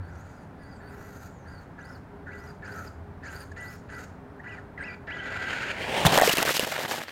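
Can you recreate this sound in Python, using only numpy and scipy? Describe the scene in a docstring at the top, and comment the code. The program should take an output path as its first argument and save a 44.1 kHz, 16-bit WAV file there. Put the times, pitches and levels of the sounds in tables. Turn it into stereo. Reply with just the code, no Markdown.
"""A radio-controlled electric car blips its throttle far down a gravel path, then races past.
Its motor whines, its gears growl and its spinning tyres spray gravel. As it passes two microphones
on the ground, from left to right, its wake buffets them and thrown stones knock on their case.
A small bird chirps in the trees over a distant rumble and the hum of faraway machinery."""
import sys
import numpy as np
from scipy import signal
from scipy.fft import rfft, irfft, next_fast_len
from scipy.io import wavfile
from scipy.ndimage import uniform_filter1d, map_coordinates

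SR = 44100
rng = np.random.default_rng(int(sys.argv[2]) if len(sys.argv) > 2 else 0)


def store_wav(level_fs):
    """Save 16-bit WAV to argv[1]."""
    pcm = np.round(np.clip(np.atleast_2d(level_fs), -1, 1) * 32767)
    wavfile.write(sys.argv[1], SR, pcm.T.astype(np.int16))


N = 313928
T = np.arange(N) / SR


def from_db(db):
    """Turn decibels into a gain to multiply by."""
    return 10 ** (np.asarray(db) / 20)


def rms_one(x):
    """Scale a signal to an average power of 1."""
    return x / np.sqrt(np.mean(x ** 2) + 1e-20)


def in_time(rows):
    """Join rows that begin with a time by straight lines: one curve for each other column."""
    times, *columns = np.transpose(rows)
    return [np.interp(T, times, column) for column in columns]


def at_hz(points, hz):
    """Look up a frequency in a table, with octaves evenly spaced."""
    freqs, values = np.transpose(points)
    return np.interp(np.log(hz + 1), np.log(freqs), values)


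def drift(rate_hz):
    """A smooth random wobble, about 1 in size."""
    r = np.exp(-20 * np.pi * rate_hz / SR)
    slow = signal.lfilter([1], [1, -2 * r, r * r], rng.standard_normal(N // 10 + 4002))[4000:]
    return np.interp(np.arange(N) / 10, np.arange(len(slow)), rms_one(slow))


def gate(start, end, rise, fall):
    """Fade in from start and die away after end; all in seconds."""
    return np.clip((T - start) / rise, 0, 1) * np.exp(-np.clip((T - end) / fall, 0, 20))


def turn(hz):
    """The phase of a tone whose pitch may move."""
    return 2 * np.pi * np.cumsum(hz * np.ones(N)) / SR


def narrow_noise(hz, width_hz):
    """A rough tone: noise gathered around one pitch."""
    return drift(width_hz) * np.cos(turn(hz)) + drift(width_hz) * np.sin(turn(hz))


def noise(spectrum, likeness, grains=1):
    """Stereo noise, chopped into grains and then coloured. Likeness 1: both sides same; -1: opposite."""
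    size = next_fast_len(N)
    hz = np.arange(size // 2 + 1) * SR / size
    mid, side = rfft(rng.standard_normal((2, N)) * grains, size)
    alike = np.clip(at_hz(likeness, hz), -1, 1)
    edge_fade = np.minimum(hz / spectrum[0][0], 1) ** 2 / np.maximum(hz / spectrum[-1][0], 1) ** 4
    pair = np.sqrt(1 + alike) * mid + np.sqrt(1 - alike) * side * [[1], [-1]]
    return rms_one(irfft(pair * from_db(at_hz(spectrum, hz)) * edge_fade, size)[:, :N])


def pebbles(per_s, spread_db, ring_s, clump_db):
    """The jumpy loudness of pebbles colliding in clumps: many small ones, a few large."""
    hits = rng.random(N) < per_s / SR
    size_db = spread_db * np.minimum(rng.exponential(1, N), 5) + clump_db * drift(39)
    energy = hits * from_db(size_db) ** 2
    return rms_one(np.sqrt(signal.lfilter([1], [1, -np.exp(-1 / (ring_s * SR))], energy + 1e-12)))


# Blips of the throttle. Each row: start and end in seconds, final growl pitch in Hz, relative levels
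# in dB (gears, whine, step per overtone, controller tone, crunch, spray, grit), spray rise in seconds.
THROTTLE_BURSTS = [(0, .44, 1397, -57, -71.5, -2, -78, -70, -64.5, -80, 0.17),
                   (.58, .77, 1423, -57.5, -67.5, -4, -67, -71, -68.5, -84, 0.05),
                   (0.799, 1.275, 1330, -51.5, -68, 0, -70, -63.5, -57, -62.5, 0.36),
                   (1.448, 1.63, 1360, -52, -64.5, -8, -71, -69, -65, -73, .03),
                   (1.772, 1.97, 1326, -50.5, -60.5, -4.5, -64.5, -68, -64.5, -75, .03),
                   (2.259, 2.51, 1385, -48.5, -64.5, -8, -57.5, -63.5, -61, -68, 0.065),
                   (2.619, 2.88, 1298, -43.5, -59.5, -4, -73, -59, -56.5, -61.5, 0.028),
                   (3.224, 3.44, 1411, -44.5, -57, 0.5, -62, -55.5, -52.5, -59, 0.022),
                   (3.56, 3.755, 1432, -46, -58, -1, -50, -56.5, -53, -57.5, .015),
                   (3.885, 4.045, 1273, -45, -62, 0, -54.5, -55, -54.5, -67, 0.02),
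                   (4.432, 4.59, 1480, -46, -58, -14, -50, -58.5, -59.5, -80, .015),
                   (4.775, 4.945, 1552, -44, -48.5, -15.5, -44.5, -53.5, -61, -74, 0.017),
                   (5.068, 5.715, 1578, -40, -48, -19, -45, -47.5, -63.5, -74, 0.035)]
def bursts():
    """The settings of the latest throttle burst at every moment, by name."""
    names = "start end growl_hz gears_db whine_db step_db tone_db crunch_db spray_db grit_db build_s"
    columns = np.transpose(THROTTLE_BURSTS)
    latest = np.maximum(np.searchsorted(columns[0], T, side="right") - 1, 0)
    return dict(zip(names.split(), columns[:, latest]))


# The wheels spin up, slip and grip. Each row: time in seconds, motor pitch in Hz.
MOTOR_PITCH = [(0, 4550), (.08, 4640), (.1, 5050), (.13, 6100), (.16, 5570), (.22, 6950), (.31, 6780),
               (.36, 5050), (.43, 4540), (.58, 4400), (.615, 4980), (.645, 4580), (.7, 4950), (.755, 4750),
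               (.8, 4430), (.87, 4520), (.935, 4950), (.97, 5500), (1.02, 5920), (1.18, 6230),
               (1.255, 6180), (1.3, 4500), (1.448, 4300), (1.51, 4950), (1.565, 4520), (1.65, 4300),
               (1.775, 1590), (1.82, 3230), (1.855, 4800), (1.91, 5500), (1.935, 5200), (1.97, 4200),
               (2.26, 1377), (2.31, 1800), (2.38, 4494), (2.44, 6000), (2.48, 4950), (2.56, 4530),
               (2.62, 1450), (2.66, 2465), (2.72, 4620), (2.755, 5820), (2.785, 6380), (2.845, 5870),
               (2.89, 4560), (3.23, 1355), (3.31, 3310), (3.36, 4680), (3.425, 4830), (3.45, 4050),
               (3.56, 1813), (3.61, 3100), (3.7, 5110), (3.73, 5500), (3.77, 4860), (3.889, 2480),
               (3.93, 3800), (3.98, 6100), (4.015, 6400), (4.06, 5010), (4.43, 1340), (4.46, 1458),
               (4.495, 3024), (4.53, 2450), (4.565, 2194), (4.605, 1402), (4.78, 1678), (4.815, 1546),
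               (4.845, 2500), (4.87, 2887), (4.89, 2280), (4.925, 2465), (4.95, 2244), (5.085, 1392),
               (5.13, 3360), (5.16, 3510), (5.2, 2910), (5.245, 3463), (5.39, 3720), (5.435, 3153),
               (5.47, 3516), (5.505, 2980), (5.57, 3690), (5.645, 3037), (5.67, 3400), (5.71, 2830)]
def revs(inertia_s=0.014):
    """The motor's pitch, smoothed because spinning parts cannot change speed at once."""
    return uniform_filter1d(in_time(MOTOR_PITCH)[0], int(inertia_s * SR))


def dash(gain_db, start_s=5.12, length_s=0.39):
    """A sound grows louder as the last burst brings the car up the path."""
    return from_db(gain_db * np.clip((T - start_s) / length_s, 0, 1))


# How well the motor gives off each pitch. Each row: frequency in Hz, gain in dB.
MOTOR_RESPONSE = [(1400, 22), (1800, 10), (2400, 2.5), (3050, 4), (3700, -10), (4650, 2), (5600, 4),
                  (6700, -5), (7350, 1.5), (8100, -34), (9300, 1.5), (10700, -13), (12100, -1.5),
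                  (15000, -11)]
# The whine rasps while the wheels spin hard. Each row: time in seconds, share of clean tone.
CLEAN_SHARE = [(0, .68), (1.6, .55), (1.9, .2), (2.3, .12), (4.1, .15), (4.4, .85), (5.1, .75), (5.7, .5)]
def motor(burst, waver_hz=45, switching_hz=1970):
    """The motor whines with the revs; its speed controller sings at a fixed switching rate."""
    start, end = burst["start"], burst["end"]
    pitch = revs() * (1 + 0.01 * drift(120)) + waver_hz * drift(14)
    phase, whine = turn(pitch), 0
    for k in (1, 2, 3):
        # Uneven speed smears the higher overtones more, and bumps break the whine up.
        clean = in_time(CLEAN_SHARE)[0] ** np.sqrt(k)
        rasp = narrow_noise(k * pitch, width_hz=170 * k)
        partial = np.sqrt(2 * clean) * np.sin(k * phase) + np.sqrt(1 - clean) * rasp
        bumps = from_db(3.4 * drift(45) - 1)
        whine += partial * bumps * from_db(at_hz(MOTOR_RESPONSE, k * pitch) + burst["step_db"] * (k - 1))
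    out = from_db(burst["whine_db"]) * whine * dash(2) * gate(start, end, rise=0.043, fall=0.0036)
    # The switching tone fades as the throttle opens fully.
    tone = 1.6 * np.sin(turn(switching_hz)) + .85 * narrow_noise(switching_hz, width_hz=16)
    part_throttle = gate(start, start + .65 * (end - start), rise=.03, fall=.03)
    out += from_db(burst["tone_db"]) * tone * part_throttle
    return out + from_db(-15) * trees(np.array([out, out]), t60=.16, cut_hz=9000)


def gears(burst, start_hz=1783, longest_sink_s=0.16):
    """The gears give a rough growl that sinks in pitch as each burst takes hold."""
    sink_s = np.minimum(longest_sink_s, .8 * (burst["end"] - burst["start"]))
    still_to_sink = np.clip(1 - (T - burst["start"]) / sink_s, 0, 1)
    hz = burst["growl_hz"] + still_to_sink * (start_hz - burst["growl_hz"]) + 35 * drift(30)
    return 1.15 * np.sin(turn(hz)) + .7 * narrow_noise(hz, width_hz=60)


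# Coarse, medium and fine gravel. Each row: frequency in Hz, relative level in dB.
CRUNCH_COLOUR = [(1700, 0), (2300, 0.5), (3100, -4), (4200, -11.5), (5000, -17), (6500, -25.5)]
SPRAY_COLOUR = [(3500, -2.5), (4650, 6), (5700, -0.5), (6750, 9.5), (8200, -1), (9500, -1.5), (10800, -14),
                (12000, -28)]
GRIT_COLOUR = [(9000, -14), (11000, -7), (12200, 6), (13200, -4), (16000, -7)]
# How alike the car sounds on both sides. Each row: frequency in Hz, likeness.
CAR_STEREO = [(400, 1), (1200, 0.99), (2000, 0.65), (4000, 0.57), (7000, .3), (10000, .15)]
def spinning_tyres(burst, spin, grains):
    """The tyres crunch on the path; the faster they spin, the finer the gravel that flies."""
    start, end = burst["start"], burst["end"]
    crunch = from_db(burst["crunch_db"]) * dash(12.5) * gate(start, end, rise=0.004, fall=0.013)
    spray = from_db(burst["spray_db"] - 3) * spin ** 0.79 * dash(18.5)
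    spray *= gate(start, end, rise=burst["build_s"], fall=0.044)
    grit = from_db(burst["grit_db"] - 2) * spin ** 0.82 * dash(12.5)
    grit *= gate(start, end, rise=.5 * (end - start), fall=0.011)
    layers = [(crunch, CRUNCH_COLOUR), (spray, SPRAY_COLOUR), (grit, GRIT_COLOUR)]
    return sum(level * noise(colour, CAR_STEREO, grains) for level, colour in layers)


# The rattling frame and the rolling wheels. Each row: frequency in Hz, relative level in dB.
RATTLE_COLOUR = [(250, -8), (450, -4), (850, 0.5), (1150, 1), (1400, 12.5), (1850, -1.5), (2150, -17),
                 (3000, -70)]
ROLL_COLOUR = [(100, -1.5), (300, -0.5), (650, 5.5), (950, 8.5), (1500, -11), (2500, -20)]
def far_car(burst, wheelspin_hz=5500, unload_db=-2.5):
    """Each burst sets the gears growling, the frame rattling and the tyres spinning down the path."""
    start, end, spin = burst["start"], burst["end"], revs() / wheelspin_hz
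    # The gears unload and quieten as the wheels break loose.
    unloading = from_db(unload_db * spin * np.clip((T - start) / (end - start), 0, 1) ** 3)
    drive = from_db(burst["gears_db"]) * dash(6.5) * unloading * gate(start, end, rise=.014, fall=.0067)
    grains = pebbles(per_s=5600, spread_db=0.5, ring_s=0.00094, clump_db=2.0)
    growl = from_db(-0.5) * gears(burst)
    rattle = from_db(3) * noise(RATTLE_COLOUR, CAR_STEREO, grains)
    tyres = spinning_tyres(burst, spin, grains)
    rumble = spin * from_db(-4) * noise(ROLL_COLOUR, CAR_STEREO, grains)
    return drive * (growl + rattle + rumble) + tyres


# The outdoor rumble. Each row: frequency in Hz, relative level in dB.
AIR_COLOUR = [(15, -58), (25, -16.5), (80, -6), (195, -7), (236, -12), (270, -8), (326, -16.5),
              (405, -13.5), (463, -17), (863, -13.5), (1560, -19.5), (1740, -23.5), (2760, -38),
              (6380, -50.5), (16000, -56.5)]
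# How alike it sounds on both sides. Each row: frequency in Hz, likeness.
AIR_STEREO = [(60, 1), (150, 0.97), (300, 0.87), (500, 0.5), (850, -0.24), (1130, -0.62), (2000, 0.15)]
# Faraway machinery. Each row: time in seconds, level of the low drone in dB, of the thin hum in dB.
MACHINERY = [(0, -39, -63), (.4, -53, -93), (.9, -53.5, -50), (1.7, -54.5, -76), (2.2, -52, -52.5),
             (2.8, -45.5, -55), (3.3, -47, -59), (4.2, -53, -55.5), (5.3, -54, -53.5), (6, -57, -64),
             (6.6, -63, -75)]
def background():
    """Faraway machinery drones and hums over an outdoor rumble that fades near the end."""
    drone_level, hum_level = from_db(in_time(MACHINERY))
    air = from_db(-44.5) * noise(AIR_COLOUR, AIR_STEREO) * gate(0, 5.88, rise=0.0011, fall=0.26)
    drone = narrow_noise(86, width_hz=12.7) + from_db(-12) * narrow_noise(170, width_hz=13.5)
    hum = 1.2 * np.sin(turn(408 + 2 * drift(8))) + .6 * narrow_noise(408, width_hz=9)
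    return air + drone_level * drone + hum_level * hum


def trees(pair, t60, cut_hz):
    """The trees scatter sound into a soft tail that falls by 60 dB in t60 seconds."""
    t = T[:SR]
    tail = rng.standard_normal((2, SR)) * from_db(-60 * t / t60) * np.minimum(t / 0.043, 1)
    tail /= np.sqrt(np.sum(tail ** 2) / 2)
    dull_tail = signal.sosfilt(signal.butter(1, cut_hz, fs=SR, output="sos"), tail)
    return signal.fftconvolve(pair, dull_tail, axes=1)[:, :N]


def echo(pair, delay_s=.11, level_db=-19.5):
    """A dull slap comes back from the edge of the wood."""
    dull = signal.sosfilt(signal.butter(2, 7000, fs=SR, output="sos"), pair)
    return from_db(level_db) * np.pad(dull, ((0, 0), (int(delay_s * SR), 0)))[:, :N]


# Each row: start and length in seconds, first and last pitch in Hz, relative level in dB.
BIRD_CHIRPS = [(.735, 0.085, 8640, 6900, -71), (0.88, 0.11, 8300, 5900, -72),
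               (1.295, 0.17, 7700, 5740, -68.5), (4.806, 0.036, 8800, 8060, -62)]
def bird():
    """A small bird sings thin, slightly husky chirps that slide downward."""
    out = np.zeros(N)
    for start, length, first_hz, last_hz, db in BIRD_CHIRPS:
        progress = np.linspace(0, 1, int(length * SR))
        hz = first_hz + (last_hz - first_hz) * progress + 240 * drift(300)[:len(progress)]
        swell = np.sqrt(np.abs(np.sin(np.pi * progress)))
        at = round(start * SR)
        out[at:at + len(hz)] += from_db(db + 1) * swell * np.sin(2 * np.pi * np.cumsum(hz) / SR)
    return np.array([out, out])


# Each row: start and length in seconds, first and last pitch in Hz, squeal and tick levels in dB.
GEAR_LUNGES = [(2.268, 0.024, 1450, 1534, -35.5, -73), (2.75, 0.043, 1380, 1392, -31.5, -64),
               (3.233, 0.027, 1730, 1773, -40, -65), (3.514, 0.0075, 1600, 1710, -39, -57.5),
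               (3.963, 0.028, 1400, 1324, -33.5, -74), (4.393, 0.012, 1604, 1910, -39, -76),
               (4.568, .025, 2000, 1400, -43, -83), (4.776, 0.0037, 1900, 1925, -32.5, -71),
               (4.811, .02, 1550, 1960, -40, -72)]
def lunges():
    """The gears take up slack with a short sliding squeal, and gravel ticks under the tyres."""
    tick = noise(SPRAY_COLOUR, CAR_STEREO)
    flutter = from_db(2 * drift(140))
    rasp_hz = 80 * drift(150)
    out = 0
    for start, length, first_hz, last_hz, squeal_db, tick_db in GEAR_LUNGES:
        hz = rasp_hz + np.interp(T, [start, start + length], [first_hz, last_hz])
        squeal = from_db(squeal_db) * flutter * np.sin(turn(hz))
        out += gate(start, start + length, rise=0.0026, fall=0.0047) * (squeal + from_db(tick_db) * tick)
    return out


def passing(loss_db_per_m, pass_s=6.066, speed_m_per_s=10.8, closest_m=1.36):
    """The car is loudest when closest: sound spreads out and is lost along the ground."""
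    distance = np.hypot(closest_m, speed_m_per_s * (T - pass_s))
    return closest_m / distance * from_db(-loss_db_per_m * (distance - closest_m))


# Gravel and tyres heard close up. Each row: frequency in Hz, relative level in dB.
CLOSE_CRUNCH_COLOUR = [(700, -9), (1250, 0), (1700, 4.5), (2400, -1.5), (3300, -5.5), (4300, -13),
                       (6500, -27)]
HISS_COLOUR = [(3000, 3), (5000, -5), (9000, -8.5), (11000, -16), (16000, -18)]
def rolling_by():
    """The tyres plough past with a dense, dull crunch that swells only at the last moment."""
    grains = pebbles(per_s=7000, spread_db=1.6, ring_s=.0006, clump_db=1.8)
    roll = from_db(-23.5) * passing(loss_db_per_m=2) * noise(ROLL_COLOUR, CAR_STEREO, grains)
    roll *= gate(5.26, 6.05, rise=0.55, fall=0.06)
    crunch = from_db(-24.5) * passing(loss_db_per_m=0.5) * noise(CLOSE_CRUNCH_COLOUR, CAR_STEREO, grains)
    hiss = from_db(-31.5) * passing(loss_db_per_m=4.5) * noise(HISS_COLOUR, CAR_STEREO, grains)
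    return roll + (crunch + hiss) * gate(5.65, 8, rise=0.16, fall=1)


def clinks(per_s, low_hz, high_hz, cycles, spread_db, sizes=24):
    """Pebbles of many sizes each ring briefly at their own pitch."""
    out, count = 0, int(per_s * N / SR / sizes)
    for hz in np.geomspace(low_hz, high_hz, sizes):
        hits = np.zeros((2, N))
        strength = from_db(spread_db * np.minimum(rng.exponential(1, count), 4))
        hits[:, rng.integers(0, N, count)] = strength * rng.standard_normal((2, count))
        decay, angle = from_db(-60 * hz / (cycles * SR)), 2 * np.pi * hz / SR
        out += signal.lfilter([0, np.sin(angle)], [1, -2 * decay * np.cos(angle), decay**2], hits + 1e-18)
    return rms_one(out)


# Heavy pieces and sand landing close by. Each row: frequency in Hz, relative level in dB.
THUD_COLOUR = [(90, -0.5), (160, 9), (300, 5.5), (650, 7.5), (950, 4), (1500, -11), (2500, -27)]
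SAND_COLOUR = [(2800, 2), (4600, -1.5), (7000, -4.5), (9300, -8.5), (10700, -12), (12500, -6.5),
               (16000, -14)]
# How alike close sounds are on both sides. Each row: frequency in Hz, likeness.
CLOSE_STEREO = [(130, -0.53), (330, -0.69), (700, 0.13), (2000, -0.34), (8000, 0.15)]
# Each row: start and end in seconds, relative levels in dB of thuds, crunch and sand.
HANDFULS = [(6.049, 6.069, -21, -21.5, -23), (6.071, 6.11, -26.5, -47, -42),
            (6.117, 6.178, -17.5, -27.5, -25), (6.216, 6.3, -26, -24, -23), (6.311, 6.332, -37, -27, -20.5),
            (6.349, 6.362, -42, -29, -28), (6.364, 6.433, -27.5, -26, -28.5),
            (6.449, 6.531, -29, -26.5, -27.5), (6.538, 6.578, -31, -29.5, -25.5),
            (6.597, 6.65, -33, -31.5, -30), (6.662, 6.722, -37, -38, -34.5),
            (6.715, 6.769, -34.5, -30, -36.5), (6.773, 6.861, -32.5, -33.5, -34.5),
            (6.876, 6.923, -32, -39.5, -33.5), (6.907, 6.99, -29.5, -32, -35), (7, 7.038, -37.5, -36, -42),
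            (7.072, 7.113, -44, -37, -48.5)]
def showers():
    """Thrown gravel lands in handfuls: heavy pieces thud, pebbles crunch and clink, sand hisses."""
    thuds, crunch, sand = sum(from_db(levels)[:, None] * gate(start, end, rise=0.0058, fall=0.0065)
                              for start, end, *levels in HANDFULS)
    coarse = pebbles(per_s=380, spread_db=2.0, ring_s=.0009, clump_db=1.2)
    fine = pebbles(per_s=3000, spread_db=2.1, ring_s=.0004, clump_db=1.5)
    ringing = clinks(per_s=400, low_hz=1150, high_hz=4600, cycles=42, spread_db=1.2)
    out = from_db(-0.5) * thuds * noise(THUD_COLOUR, CLOSE_STEREO, coarse)
    patter = noise(CLOSE_CRUNCH_COLOUR, CLOSE_STEREO, coarse + 0.38 * fine)
    out += from_db(-2.5) * crunch * (patter + 0.54 * ringing)
    return out + from_db(-0.87) * sand * noise(SAND_COLOUR, CLOSE_STEREO, fine)


# Each row: start and length in seconds, frequency in Hz, level in dB.
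PRESSURE_SWINGS = [(6.053, 0.029, 96, -16), (6.051, 0.023, 180, -12.5)]
def wake(hit_s=6.051):
    """The air behind the car slams the microphones, carries a blast of sand and is left churning."""
    colour = [(45, -8), (80, -2), (120, -9), (155, 5), (190, 4), (250, -12), (400, -13), (1000, -20)]
    wind = noise(colour, likeness=[(60, .7), (300, .5)])
    swings = 0
    for start, length, hz, db in PRESSURE_SWINGS:
        swell = np.sin(np.pi * np.clip((T - start) / length, 0, 1))
        swings += from_db(db) * swell * np.sin(2 * np.pi * hz * (T - start))
    thump = from_db(-19.5) * gate(hit_s, 6.073, rise=.003, fall=.006)
    churn = from_db(-41) * passing(loss_db_per_m=7)
    sand = from_db(-23) * noise(SAND_COLOUR, CLOSE_STEREO) * gate(hit_s, 6.072, rise=0.0097, fall=0.001)
    return swings + (thump + churn) * wind + sand


# How the case rings. Each row: pitch in Hz, level in dB relative to the knock, ring time in seconds.
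CASE_RINGS = [(1043, -14.5, 0.036), (1600, -40, 0.015)]
# The largest stones. Each row: start in seconds, knock level in dB, knock pitch in Hz, knock swell in
# milliseconds, clink pitch in Hz, clink level in dB, crack level in dB, left minus right in dB.
STONE_HITS = [(6.0516, -10, 1120, 0.4, 1550, -18, -19, 10), (6.066, -13.5, 800, 1.1, 3920, -8.5, -9.5, -12),
              (6.1765, -6, 880, 1.2, 3420, -16, -5.5, -1), (6.1806, -8, 620, 1.03, 1600, -15, -18, 7),
              (6.1865, -12, 910, .6, 1750, -15, -11, 10), (6.198, -14, 770, 1.5, 1530, -17, -12, 7),
              (6.214, -11, 764, 1, 1870, -12.5, -10, 1), (6.2205, -4, 680, 0.86, 1900, -15, -23, 2),
              (6.233, -9, 670, 1.9, 1770, -29, -30, -8), (6.2752, -12, 440, 2.7, 2360, -19, -9, -2),
              (6.294, -15.5, 665, 1.3, 2928, -11, -16, 2), (6.337, -19, 343, 0.99, 1860, -20, -29, -1),
              (6.371, -20, 538, 0.49, 2850, -19, -11, 5), (6.383, -21, 366, 1.5, 2900, -15.5, -9.5, 0),
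              (6.404, -24.5, 333, 1.1, 1350, -22, -26, -8), (6.428, -24, 785, 1.2, 1528, -30, -9.5, -10),
              (6.452, -18.5, 570, 1, 1440, -30, -18, 2), (6.477, -24, 430, 1.47, 1593, -17, -21, -4),
              (6.491, -19, 636, 1.4, 1330, -19, -25, 3), (6.507, -20.5, 472, 1.2, 1420, -28, -16, 0),
              (6.5951, -15, 540, 0.99, 3000, -12.5, -9.5, 0), (6.63, -24.5, 222, 2, 1720, -34, -31, 1),
              (6.67, -22, 557.6, 0.99, 2762, -40, -41, 2), (6.722, -20.5, 685, 2.5, 1430, -27, -28, 1),
              (6.788, -25.5, 553, 2, 1640, -30, -38, 2)]
def stones(clink_ring_s=.02):
    """Each stone gives a hollow knock that rings the case, clinks, and cracks against the gravel."""
    out, t = np.zeros((2, N)), T[:SR // 20]
    bright = signal.butter(1, [2000, 12000], "band", fs=SR, output="sos")
    for start, knock_db, knock_hz, swell_ms, clink_hz, clink_db, crack_db, pan_db in STONE_HITS:
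        swell = 1000 * t / swell_ms
        knock = np.sin(2 * np.pi * knock_hz * t * rng.normal(1, .05, (2, 1)))
        knock *= from_db(knock_db) * swell * np.exp(1 - swell)
        notes = [(clink_hz, clink_db, clink_ring_s)]
        for hz, db, t60 in CASE_RINGS:
            notes.append((hz * rng.normal(1, .07), knock_db + db + rng.normal(0, 2.5), t60))
        rings = sum(from_db(db - 60 * t / t60) * np.sin(2 * np.pi * hz * t * rng.normal(1, .049, (2, 1)))
                    for hz, db, t60 in notes)
        crack = signal.sosfilt(bright, rng.standard_normal((2, len(t))) * from_db(-60 * t / 0.0072))
        pan = from_db([[pan_db / 2], [-pan_db / 2]])
        at = round(start * SR)
        out[:, at:at + len(t)] += (knock + rings + from_db(crack_db) * crack) * pan
    return out


# Each row: time in seconds, how much later the right microphone hears the car in milliseconds.
RIGHT_DELAY = [(0, 0.47), (5.8, 0.43), (6.05, 0.297), (6.5, -0.29)]
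def left_to_right(pair):
    """The car's sound reaches the farther microphone a little later."""
    delay = in_time(RIGHT_DELAY)[0] * SR / 1000
    return np.array([pair[0], map_coordinates(pair[1], [np.arange(N) - delay], order=3)])


def scene():
    """The car and the bird sound among the trees; the wake and stones hit right at the microphones."""
    burst = bursts()
    far = far_car(burst) + lunges()
    car = left_to_right(far + echo(far) + motor(burst) + rolling_by() + showers())
    direct = car + bird()
    outdoors = direct + from_db(-14) * trees(direct, t60=0.28, cut_hz=20000) + background()
    # The car comes up nearer the left microphone. Each row: time in seconds, left minus right in dB.
    balance_db = in_time([(0, 1.7), (4, 2.4), (5.7, 3.7), (6.2, 1.3), (6.5, -.6)])[0]
    return (outdoors + wake() + stones()) * from_db(balance_db * [[.5], [-.5]])


def record(dry):
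    """Round off the loudest peaks and cut the treble above 15950 Hz."""
    return signal.sosfilt(signal.ellip(12, .1, 80, 15950, fs=SR, output="sos"), np.tanh(dry))


dry = scene()
out = record(dry)
store_wav(out)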